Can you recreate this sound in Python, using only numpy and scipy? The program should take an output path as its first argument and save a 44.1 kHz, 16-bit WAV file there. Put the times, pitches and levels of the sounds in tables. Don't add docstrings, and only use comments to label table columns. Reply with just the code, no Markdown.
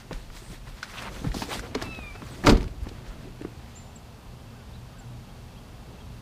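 import sys
import numpy as np
from scipy import signal
from scipy.fft import rfft, irfft, next_fast_len
from scipy.io import wavfile
from scipy.ndimage import uniform_filter1d, map_coordinates

SR = 44100
rng = np.random.default_rng(int(sys.argv[2]) if len(sys.argv) > 2 else 0)


def rack_gain(trim_db):
    fader = np.asarray(trim_db, float)
    return 10 ** (fader / 20)


def master_out(mix):
    frames = np.transpose(np.atleast_2d(mix))
    ceiling = np.clip(frames, -1, 1)
    pcm = np.round(ceiling * 32767).astype(np.int16)
    wavfile.write(sys.argv[1], SR, pcm)


N = 273905


def unit(x):
    return x / np.sqrt(np.mean(x ** 2) + 1e-20)


def along(points, hz):
    f, v = np.transpose(points)
    return np.interp(np.log(hz + 1), np.log(f + 1), v)


def curves(rows):
    s, *columns = np.transpose(rows)
    return [np.interp(np.arange(N) / SR, s, column) for column in columns]


def wobble(rate, size=N):
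    knots = rng.standard_normal(int(size * rate / SR) + 4)
    return map_coordinates(knots, [np.arange(size) * rate / SR])


def filtered(x, response):
    m = next_fast_len(len(x) + 8192)
    return irfft(rfft(x, m) * response(np.fft.rfftfreq(m, 1 / SR)), m)[:len(x)]


def peak(f, hz, width_hz):
    return 1j * f * width_hz / (hz * hz - f * f + 1j * f * width_hz + 1e-9)


def modes(table):
    return lambda f: sum((-1) ** k * rack_gain(db) * peak(f, hz, w) for k, (hz, w, db) in enumerate(table))


def noise_band(size, hz, width_hz, order=2):
    return unit(filtered(rng.standard_normal(size), lambda f: peak(f, hz, width_hz) ** order))


def coloured(spectrum, grain_db=0.0):
    fibres = rack_gain(grain_db * wobble(700) + .5 * grain_db * wobble(60))
    return unit(filtered(fibres * rng.standard_normal(N), lambda f: rack_gain(along(spectrum, f))))


def patchy(x, patch_db):
    z = signal.stft(x, nperseg=256)[2]
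    field = uniform_filter1d(rng.standard_normal(z.shape), size=7, axis=0)
    field = uniform_filter1d(field, size=9, axis=1)
    return unit(signal.istft(z * rack_gain(patch_db * unit(field)), nperseg=256)[1][:N])


def swells(rows, rise_s, fall_s, slower=0.0):
    t = np.arange(0, N / SR, .001)
    start, hold, db = (column[:, None] for column in np.transpose(rows))
    lost = np.maximum(start - t, 0) / (rise_s + slower * hold)
    lost = lost + np.maximum(t - start - hold, 0) / (fall_s + slower * hold)
    return np.interp(np.arange(N) / SR, t, np.sqrt((rack_gain(db - 10 * lost) ** 2).sum(axis=0)))


def dying(t, t60, attack):
    return rack_gain(-60 * t / t60) * (1 - np.exp(-t / attack))


def add(track, s, sound):
    start = round(s * SR)
    track[start:start + len(sound)] += sound[:N - start]


def whistle(rows, partials, rough_db):
    s, hz, db = np.transpose(rows)
    t = np.arange(s[0], s[-1], 1 / SR)
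    pitch = np.interp(t, s, hz) * (1 + 0.0033 * wobble(188.0, size=len(t)))
    turn = 2 * np.pi * np.cumsum(pitch) / SR
    edge = np.clip(np.minimum(t - s[0], s[-1] - t) / 0.0018, 0, 1)
    level = rack_gain(np.interp(t, s, db) + rough_db * wobble(147.0, size=len(t)))
    passed = (t - s[0]) / (s[-1] - s[0])
    tone = sum(rack_gain(g + fade * passed) * np.sin(k * turn) for k, g, fade in partials)
    return np.sqrt(2) * edge * level * tone


# frequency in Hz, level in dB per Hz.
TRAFFIC = [(32, -48), (55, 1), (123, -2.5), (145, -6.5), (232, -9.5), (267, -22.5), (323, -25.5),
           (409, -17.5), (556, -21.5), (792, -17.5), (1940, -28), (3340, -28), (6780, -35), (7460, -36.5),
           (15500, -42.5)]
# frequency in Hz, width in Hz, level in dB.
HUM = [
    (121, 7.1, -51),
    (237.5, 28, -61),
    (89, 10, -64.5),
    (2677, 98, -72.5),
    (4500, 840, -71),
]
# start in seconds, hold in seconds, level in dB.
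GUSTS = [(.2, 0.49, -49), (1.13, 0.018, -41.5), (1.33, 0.028, -38), (1.62, 0.57, -48.5), (2.6, .06, -45),
         (2.8, 0.065, -43), (2.95, 0.37, -48), (4.25, 0.18, -56), (5.12, 0.055, -55), (5.6, 0.047, -50),
         (6.15, .1, -60)]


def outdoors():
    wash = rack_gain(-44.5 - 1.5 + 0.23 * wobble(3.46)) * coloured(TRAFFIC)
    hum = sum(rack_gain(db) * noise_band(N, hz, width_hz) for hz, width_hz, db in HUM)
    shelter_db, = curves([(1, -4.5), (1.2, 0.7)])
    bass = filtered(wash + hum, lambda f: 1 / (1 + (f / 1200) ** 2))
    buffet = coloured([(8, -120), (18, -3), (35, 16.5), (55, 6.5), (90, -7), (150, -120)])
    still_air = rack_gain(-52)
    puffs = np.hypot(still_air, swells(GUSTS, rise_s=0.11, fall_s=0.055))
    return wash + hum + (rack_gain(shelter_db) - 1) * bass + puffs * buffet


# time from the start in seconds, frequency in Hz, level in dB.
SEEP = [(0, 6300, -12), (.011, 7400, 0), (.02, 7380, 1), (.09, 7200, -16), (.17, 7250, -24)]
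CHIP = [(0, 8140, -12), (.012, 7600, 1.5), (.027, 7250, -7)]
RISE = [(0, 2480, -9), (.006, 2630, -2), (.013, 2770, -2), (.018, 2940, -13), (.023, 3230, -2),
        (.031, 3350, -1), (.041, 3150, -6)]
COO = [(0, 1300, -5), (.025, 1230, 0), (.038, 1440, -3), (.05, 1630, 1), (.075, 1540, -4), (.125, 1420, -6)]
# share of its length, share of its top pitch, level in dB.
ARCH = [(0, .8, -2), (.3, .93, 1.5), (.57, 1, 2.5), (1, .86, -6)]
# start in seconds, level in dB.
SEEPS = [
    (3.752, -49.5),
]
CHIPS = [
    (3.951, -52),
    (4.982, -53.5),
]
RISES = [
    (5.27, -60),
    (5.553, -57.5),
    (5.981, -55),
]
COOS = [
    (4.513, -60),
    (4.922, -60),
]
# start in seconds, length in seconds, top frequency in Hz, level in dB.
ARCHES = [
    (4.729, .046, 4110, -60),
]


def birds():
    out = np.zeros(N)
    calls = [(SEEP, SEEPS), (CHIP, CHIPS), (RISE, RISES), (COO, COOS)]
    notes = [[(s + late, hz, db + g) for late, hz, g in shape] for shape, rows in calls for s, db in rows]
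    notes += [[(s + u * length, k * hz, db + g) for u, k, g in ARCH] for s, length, hz, db in ARCHES]
    for note in notes:
        add(out, note[0][0], whistle(note, [(0.99, 0, 0)], rough_db=1.8))
    return out


# time in seconds, level in dB.
SHUFFLE = [(0, -55), (.9, -56), (1.04, -43), (1.35, -49.5), (1.97, -47), (2.13, -55), (2.54, -39),
           (2.73, -53.5), (3.2, -49.5), (3.61, -56), (6.21, -55.5)]
# frequency in Hz, level in dB per Hz.
DULL = [(250, -120), (500, -2), (1000, 2), (2000, 0), (3200, -6), (5000, -15), (8000, -120)]
CRISP = [(2000, -120), (3200, -2), (4500, -1), (6500, -4), (9000, -8), (11000, -11.5), (13000, -14.5),
         (16000, -14)]
# start in seconds, hold in seconds, level in dB, crispness in dB.
RUBS = [(0, 0.0081, -49.5, -6), (0.133, 0.022, -49.5, -3), (0.208, 0.04, -59.5, -1), (0.356, 0.019, -49, 0),
        (.43, .07, -55.5, -3.5), (0.521, 0.025, -52.5, 1.5), (0.681, 0.018, -53.5, -3.5),
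        (0.779, 0.12, -52, -6), (0.895, 0.037, -48.5, -7.5), (0.961, 0.051, -42, -8),
        (1.03, 0.042, -41.5, -11.5), (1.144, 0.045, -45, -5), (1.255, .02, -44.5, -5.5),
        (1.357, 0.018, -48.5, -2), (1.386, 0.038, -45, 4), (1.522, 0.022, -34.5, -4.5),
        (1.563, 0.01, -49.5, 4.5), (1.64, 0.031, -46, -8), (1.786, 0.041, -44, -17),
        (1.818, 0.038, -46.5, -7), (1.916, 0.26, -54, -6), (2.275, 0.22, -52, -3), (2.52, 0.055, -43, -19),
        (2.848, 0.15, -56.5, -8), (3.068, 0.052, -51, -11.5), (3.407, 0.26, -60.5, -6)]


def cloth():
    def stroke(rows):
        return swells(rows, rise_s=0.026, fall_s=0.028, slower=0.33)

    dull_level = stroke([(s, hold, db) for s, hold, db, _ in RUBS])
    crisp_level = stroke([(s, hold, db + crisp_db) for s, hold, db, crisp_db in RUBS])
    dull = dull_level * patchy(coloured(DULL, grain_db=3), patch_db=1.3)
    crisp = crisp_level * patchy(coloured(CRISP, grain_db=1.5), patch_db=1.8)
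    weight_db, = curves(SHUFFLE)
    rumble = [(70, -120), (140, 6.5), (250, 5.5), (450, -1), (700, -3.0), (1200, -120)]
    return dull + crisp + rack_gain(weight_db) * coloured(rumble, grain_db=1)


# start in seconds, end in seconds, level in dB, frequency in Hz, width in Hz.
STROKES = [(0.32, 0.62, -58, 8400, 2000), (.96, 1.015, -39, 2750, 1200), (0.47, 0.596, -54, 1900, 1500),
           (1.51, 1.57, -37.5, 3340, 1400), (1.1, 1.9, -44.5, 303, 260), (2.1, 2.45, -56.5, 1000, 1600),
           (2.29, 2.36, -58, 8100, 800), (2.295, 2, -60, 6700, 700), (2.822, 2.849, -59, 8500, 10000),
           (2.883, 2.9, -45.5, 3500, 2600), (1.34, 1.42, -48, 2700, 1800), (1.8225, 1.827, -41, 7800, 9900),
           (1.94, 1.957, -50, 3300, 1300), (1.545, 1.575, -40, 520, 370), (2.91, 2.925, -43, 240, 250),
           (1.84, 1.917, -39, 280, 170), (3.6, 3.92, -59.5, 2600, 3000), (5.8, 6.02, -51.5, 290, 370),
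           (2.4395, 2.4435, -48, 9500, 6000), (2.458, 2.468, -42, 10500, 5000),
           (2.476, 2.492, -44, 10000, 8000), (2.49, 2.535, -52, 13000, 8000),
           (2.6088, 2.6115, -56, 8500, 5000), (2.6295, 2.6318, -54, 9000, 6000),
           (2.6415, 2.644, -54, 8000, 5000), (3.4185, 3.4235, -56, 8000, 3000),
           (2.854, 2.866, -47, 1100, 500), (2.232, 2.246, -55, 3500, 700), (3.06, 3.11, -57, 4900, 3200),
           (2.884, 2.902, -42, 350, 350), (1.749, 1.756, -37, 4950, 700), (2.54, 2.565, -45, 3800, 1500),
           (3.12, 3.33, -56, 1700, 3000), (2.611, 2.629, -51, 3600, 5000), (1.749, 1.756, -38, 4050, 600),
           (0.975, 0.995, -45, 3200, 600), (3.55, 4.37, -61, 700, 400)]


def strokes():
    out = np.zeros(N)
    for start, end, db, hz, width_hz in STROKES:
        swell = np.hanning(round((end - start) * SR))
        add(out, start, rack_gain(db) * swell * noise_band(len(swell), hz, width_hz))
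    return out


# time in seconds, peak in dB, frequency in Hz, sign of the push.
JOLTS = [(0.164, -27.5, 34, 1), (0.301, -37, 24, 1), (0.503, -37, 39, 1), (.74, -36.5, 43, 1),
         (1.308, -25, 42.6, -1), (1.594, -30, 42, 1), (2.02, -33.5, 45, 1), (2.266, -37, 61, 1),
         (2.827, -25, 70, -1), (3.1, -32, 40, 1), (2.876, -30.5, 78, -1), (2.485, -20, 125, -1),
         (2.4945, -13, 113, -1), (1.219, -29, 200, 1), (1.275, -30, 140, 1), (1.99, -30.5, 220, 1),
         (1.575, -31.5, 204, 1), (2.553, -15.5, 65, 1), (2.537, -14.5, 38, -1), (2.609, -24, 39, 1),
         (2.652, -33, 38, 1), (2.667, -27.5, 65, -1), (2.718, -34, 53, -1), (2.787, -35, 50, -1),
         (1.84, -33.5, 80, -1), (2.49, -24, 19, 1)]


def jolts():
    out, t = np.zeros(N), np.arange(SR // 5) / SR
    for s, db, hz, sign in JOLTS:
        turn = hz * (t - .1)
        add(out, s - .1, sign * rack_gain(db) * np.exp(-2 * turn ** 2) * np.cos(2 * np.pi * turn))
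    return out


# start in seconds, peak in dB, ring frequency in Hz, t60 in seconds.
THUDS = [(.110, -27, 400, 0.026), (.117, -24.5, 530, 0.022), (.121, -25.5, 157, 0.041),
         (.128, -42.5, 257, 0.14), (.42, -39.5, 348, 0.038), (3.27, -40, 380, 0.078),
         (.516, -31, 122, 0.034), (.674, -36, 133, 0.15), (2.228, -30.5, 160, 0.057),
         (1.240, -24, 184, .029), (1.2474, -15, 161, 0.041), (1.2637, -21, 151, 0.049),
         (1.27, -21, 126, 0.041), (1.284, -30, 112, 0.08), (1.347, -25.5, 263, 0.053),
         (1.367, -18, 204, 0.019), (1.382, -31.5, 111, 0.14), (1.420, -27.5, 254, 0.055),
         (1.485, -36, 457, 0.079), (1.636, -35, 476, 0.089), (1.752, -20.5, 427, 0.053),
         (1.7573, -24, 259, 0.074), (1.823, -25, 340, 0.027), (1.986, -38, 517, .022),
         (2.152, -37, 414, .043), (2.219, -37, 288, 0.047), (2.8695, -28.5, 333, 0.025),
         (3.412, -30, 310, 0.057), (3.4493, -17.5, 326, 0.02), (.5, -36, 190, .08),
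         (.53, -40.5, 300, 0.068), (2.8645, -32, 200, 0.044), (3.25, -39, 300, 0.055)]


def thuds():
    out, t = np.zeros(N), np.arange(SR // 5) / SR
    for s, db, hz, t60 in THUDS:
        padding = noise_band(len(t), 1.14 * hz, 1.4 * hz)
        decay = dying(t, t60, 0.33 / hz)
        add(out, s, rack_gain(db + 3) * decay * (0.36 * padding - np.sin(2 * np.pi * hz * t)))
    return out


# start in seconds, peak in dB, body in Hz, t60 in seconds, sizzle in Hz.
TICKS = [(.130, -25.5, 1920, 0.019, 4830), (.829, -20, 1490, 0.073, 4300), (1.022, -28, 1010, .049, 5770),
         (1.317, -31.5, 1900, 0.059, 2900), (1.343, -23.5, 790, 0.068, 4550),
         (1.42, -19.5, 913, 0.095, 2800), (1.594, -24, 1570, 0.041, 5900), (1.634, -39, 970, .05, 5000),
         (1.750, -21.5, 1010, 0.038, 4600), (1.7504, -18, 2200, 0.023, 4700),
         (1.8235, -18, 690, 0.044, 4500), (2.609, -31, 2500, .015, 4500), (2.6295, -32, 2420, .014, 4760),
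         (2.642, -32, 1500, 0.02, 4500), (2.679, -38, 2510, .03, 4040), (2.886, -42, 3000, 0.036, 4950)]
# start in seconds, peak in dB, body in Hz, t60 in seconds.
TAPS = [(.110, -27, 730, 0.028), (0.302, -37, 1390, 0.026), (.671, -40, 1040, 0.066),
        (1.062, -33, 900, 0.067), (1.243, -30, 850, .04), (1.747, -29, 2000, 0.063),
        (1.816, -26.5, 1700, 0.089), (1.949, -42, 3400, .04), (1.99, -30.5, 790, 0.031),
        (2.152, -35.5, 1400, 0.07), (2.156, -34.5, 699, 0.06), (2.220, -32.5, 1100, 0.044),
        (2.869, -34, 650, 0.024), (3.409, -44, 1500, .03), (3.420, -36.5, 1830, 0.024),
        (3.448, -29.5, 650, 0.015), (2.347, -37, 1250, .02), (2.4383, -32, 1700, .04)]


def ticks():
    out, t = np.zeros(N), np.arange(SR // 5) / SR
    hard = [row + (-3,) for row in TICKS]
    padded = [row + (2000, -10) for row in TAPS]
    for s, db, hz, t60, sizzle_hz, sizzle_db in hard + padded:
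        blow, scrape = rng.standard_normal((2, len(t))) * dying(t, t60, 0.000078)
        blow[0], scrape[0] = -7, 4
        body = unit(filtered(blow, lambda f: peak(f, hz, 1.2 * hz) ** 2))
        sizzle = unit(filtered(scrape, lambda f: peak(f, sizzle_hz, 0.97 * sizzle_hz) ** 3))
        ring = unit(dying(t, 0.4 * t60, 0.000093) * np.sin(2 * np.pi * hz * t))
        tick = body - rack_gain(-1.5) * ring + rack_gain(sizzle_db) * sizzle
        add(out, s, rack_gain(db) * tick / np.abs(tick).max())
    return out


# time in seconds, frequency in Hz, level in dB.
HINGE = [
    (1.84, 2660, -58),
    (1.852, 2665, -51.5),
    (1.924, 2627, -46),
    (1.932, 2600, -47),
    (1.987, 2574, -48.5),
    (2.0, 2500, -53.5),
    (2.064, 2410, -47.5),
    (2.114, 2320, -51.5),
    (2.168, 2370, -66),
]
# time in seconds, frequency in Hz, level in dB.
HINGE_END = [
    (2.135, 2440, -64),
    (2.15, 2600, -66),
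    (2.17, 2640, -60),
    (2.19, 2580, -62),
    (2.205, 2520, -63),
    (2.222, 2400, -69),
]
# multiple of the slip rate, level in dB, change in dB as the slip slows.
HINGE_PARTIALS = [(1, -9.5, 1), (2, 3, 1), (3, -12.5, -6), (4, -18, -4)]


def hinge():
    out = np.zeros(N)
    partials = [(k / 2, g, fade) for k, g, fade in HINGE_PARTIALS]
    for slip in HINGE, HINGE_END:
        add(out, slip[0][0], whistle(slip, partials, rough_db=2.0))
    plate = modes([(3800, 260, 1)])
    return filtered(out, lambda f: 1 + plate(f))


# start in seconds, latch in dB, panel in dB, rattle t60 in seconds,
# bright scrape in dB.
SLAM = [(2.438, -28, -17, 0.12, -12), (2.449, -30, -8.5, 0.099, -2), (2.461, -26, -6.5, 0.13, 9),
        (2.468, -8, -3, 0.045, -7), (2.475, -13, -8, 0.041, -6), (2.488, -18, 0.5, 0.049, -7),
        (2.493, -20, -13, 0.06, 6), (2.502, -20, -11.5, 0.089, -14), (2.520, -27, -3.5, 0.065, -1),
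        (2.548, -38, -20, 0.11, -3), (2.5695, -38.5, -19, 0.047, 6.5)]
# frequency in Hz, width in Hz, level in dB.
LATCH = [(910, 120, 2.5), (1240, 267, 2), (1570, 460, -2.5), (2200, 820, -7)]
# frequency in Hz, width in Hz, level in dB.
SEAL = [(2800, 1500, -3.5), (4700, 1360, 0), (7160, 2000, -9)]
# frequency in Hz, level in dB, t60 in seconds.
PANEL = [(117, -19, 0.4), (165, -18, 0.22), (220, -3, 0.096), (251, -15, 0.079), (297, -1, 0.09),
         (372, -1.5, 0.12), (451.4, -9, 0.13), (530, -13, 0.086), (589, -8, 0.055), (725, -6, 0.048),
         (969, -10.5, 0.05)]
# start in seconds, peak in dB, frequency in Hz, t60 in seconds.
RINGS = [(2.488, -23, 108, 0.09), (2.5213, -7, 257, 0.05), (2.5496, -19.5, 229, 0.099),
         (2.573, -22.5, 206, 0.087), (2.615, -28, 170, 0.092), (2.648, -31.5, 142, 0.12),
         (2.60, -34.5, 366, 0.12), (2.478, -16, 590, 0.052), (2.522, -24, 570, 0.043),
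         (2.62, -39.5, 880, 0.091), (2.4686, -5.5, 1230, 0.033), (2.4753, -10, 1150, 0.016),
         (2.4808, -11, 235, 0.053), (2.4895, -12, 320, 0.022), (2.503, -14, 320, .025),
         (2.4695, -16.5, 1580, 0.037), (2.4915, -17.5, 1450, 0.038), (2.5697, -32, 4100, .012),
         (2.6296, -37, 5100, 0.011), (2.4385, -27, 1740, .025), (2.559, -19, 250, .05),
         (2.4845, -14, 514, .04), (2.465, -18, 526, .04), (2.534, -19.5, 220, .08)]
# start in seconds, level in dB, sign.
PUMP = [
    (2.456, -14.5, 1),
    (2.503, -19, 1),
    (2.518, -9.5, 1),
    (2.545, -22, 1),
]
CABIN_HZ, CABIN_T60_S = 34.5, 0.13


def door():
    out, t = np.zeros(N), np.arange(SR // 2) / SR
    for s, latch_db, panel_db, t60, bright_db in SLAM:
        jar, scrape = rng.standard_normal((2, len(t))) * dying(t, t60, 0.0012)
        rattle = filtered(jar, modes(LATCH))
        bright = rack_gain(bright_db - 7.5) * filtered(scrape, modes(SEAL))
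        rattle = (rattle + bright) / np.abs(rattle).max()
        skin = np.zeros(len(t))
        for hz, db, ring_t60 in PANEL:
            level = rack_gain(db + rng.normal(0, 2))
            bent_hz = hz * rng.normal(1, .025)
            skin += level * dying(t, ring_t60, 0.0021) * np.sin(2 * np.pi * bent_hz * t)
        add(out, s, rack_gain(latch_db) * rattle + rack_gain(panel_db - 9.0) * skin)
    for s, db, hz, t60 in RINGS:
        add(out, s, rack_gain(db) * dying(t, t60, 0.00054) * np.sin(2 * np.pi * hz * t))
    boom = dying(t, CABIN_T60_S, 0.005) * np.sin(2 * np.pi * CABIN_HZ * t)
    for s, db, sign in PUMP:
        add(out, s, sign * rack_gain(db) * boom)
    return out


# frequency in Hz, t60 in seconds.
YARD = [(200, 0.65), (2000, 0.32), (10000, 0.36)]


def yard(x):
    hz, t, z = signal.stft(rng.standard_normal(SR // 2), SR, nperseg=256)
    tail = signal.istft(z * rack_gain(-60 * t / along(YARD, hz)[:, None]), SR, nperseg=256)[1]
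    late = np.pad(x, (300, 0))
    return signal.fftconvolve(late, tail / np.linalg.norm(tail))[:N]


def scene():
    background = outdoors() + cloth() + strokes()
    small = birds() + jolts() + thuds() + ticks() + hinge()
    slam = door()
    echoes = yard(rack_gain(-18.5) * slam + rack_gain(-16.0) * small)
    return (background + small + slam + echoes)[None]


def roll_off(x):
    return signal.sosfilt(signal.butter(12, 15330, fs=SR, output="sos"), x)


def record(dry):
    held = dry[0] / (1 + np.abs(dry[0] / .8) ** 4) ** (1 / 4)
    mix = filtered(held, lambda f: np.where(f < 15330, 1, rack_gain(-50)))[None]
    return roll_off(mix)


dry = scene()
out = record(dry)
master_out(out)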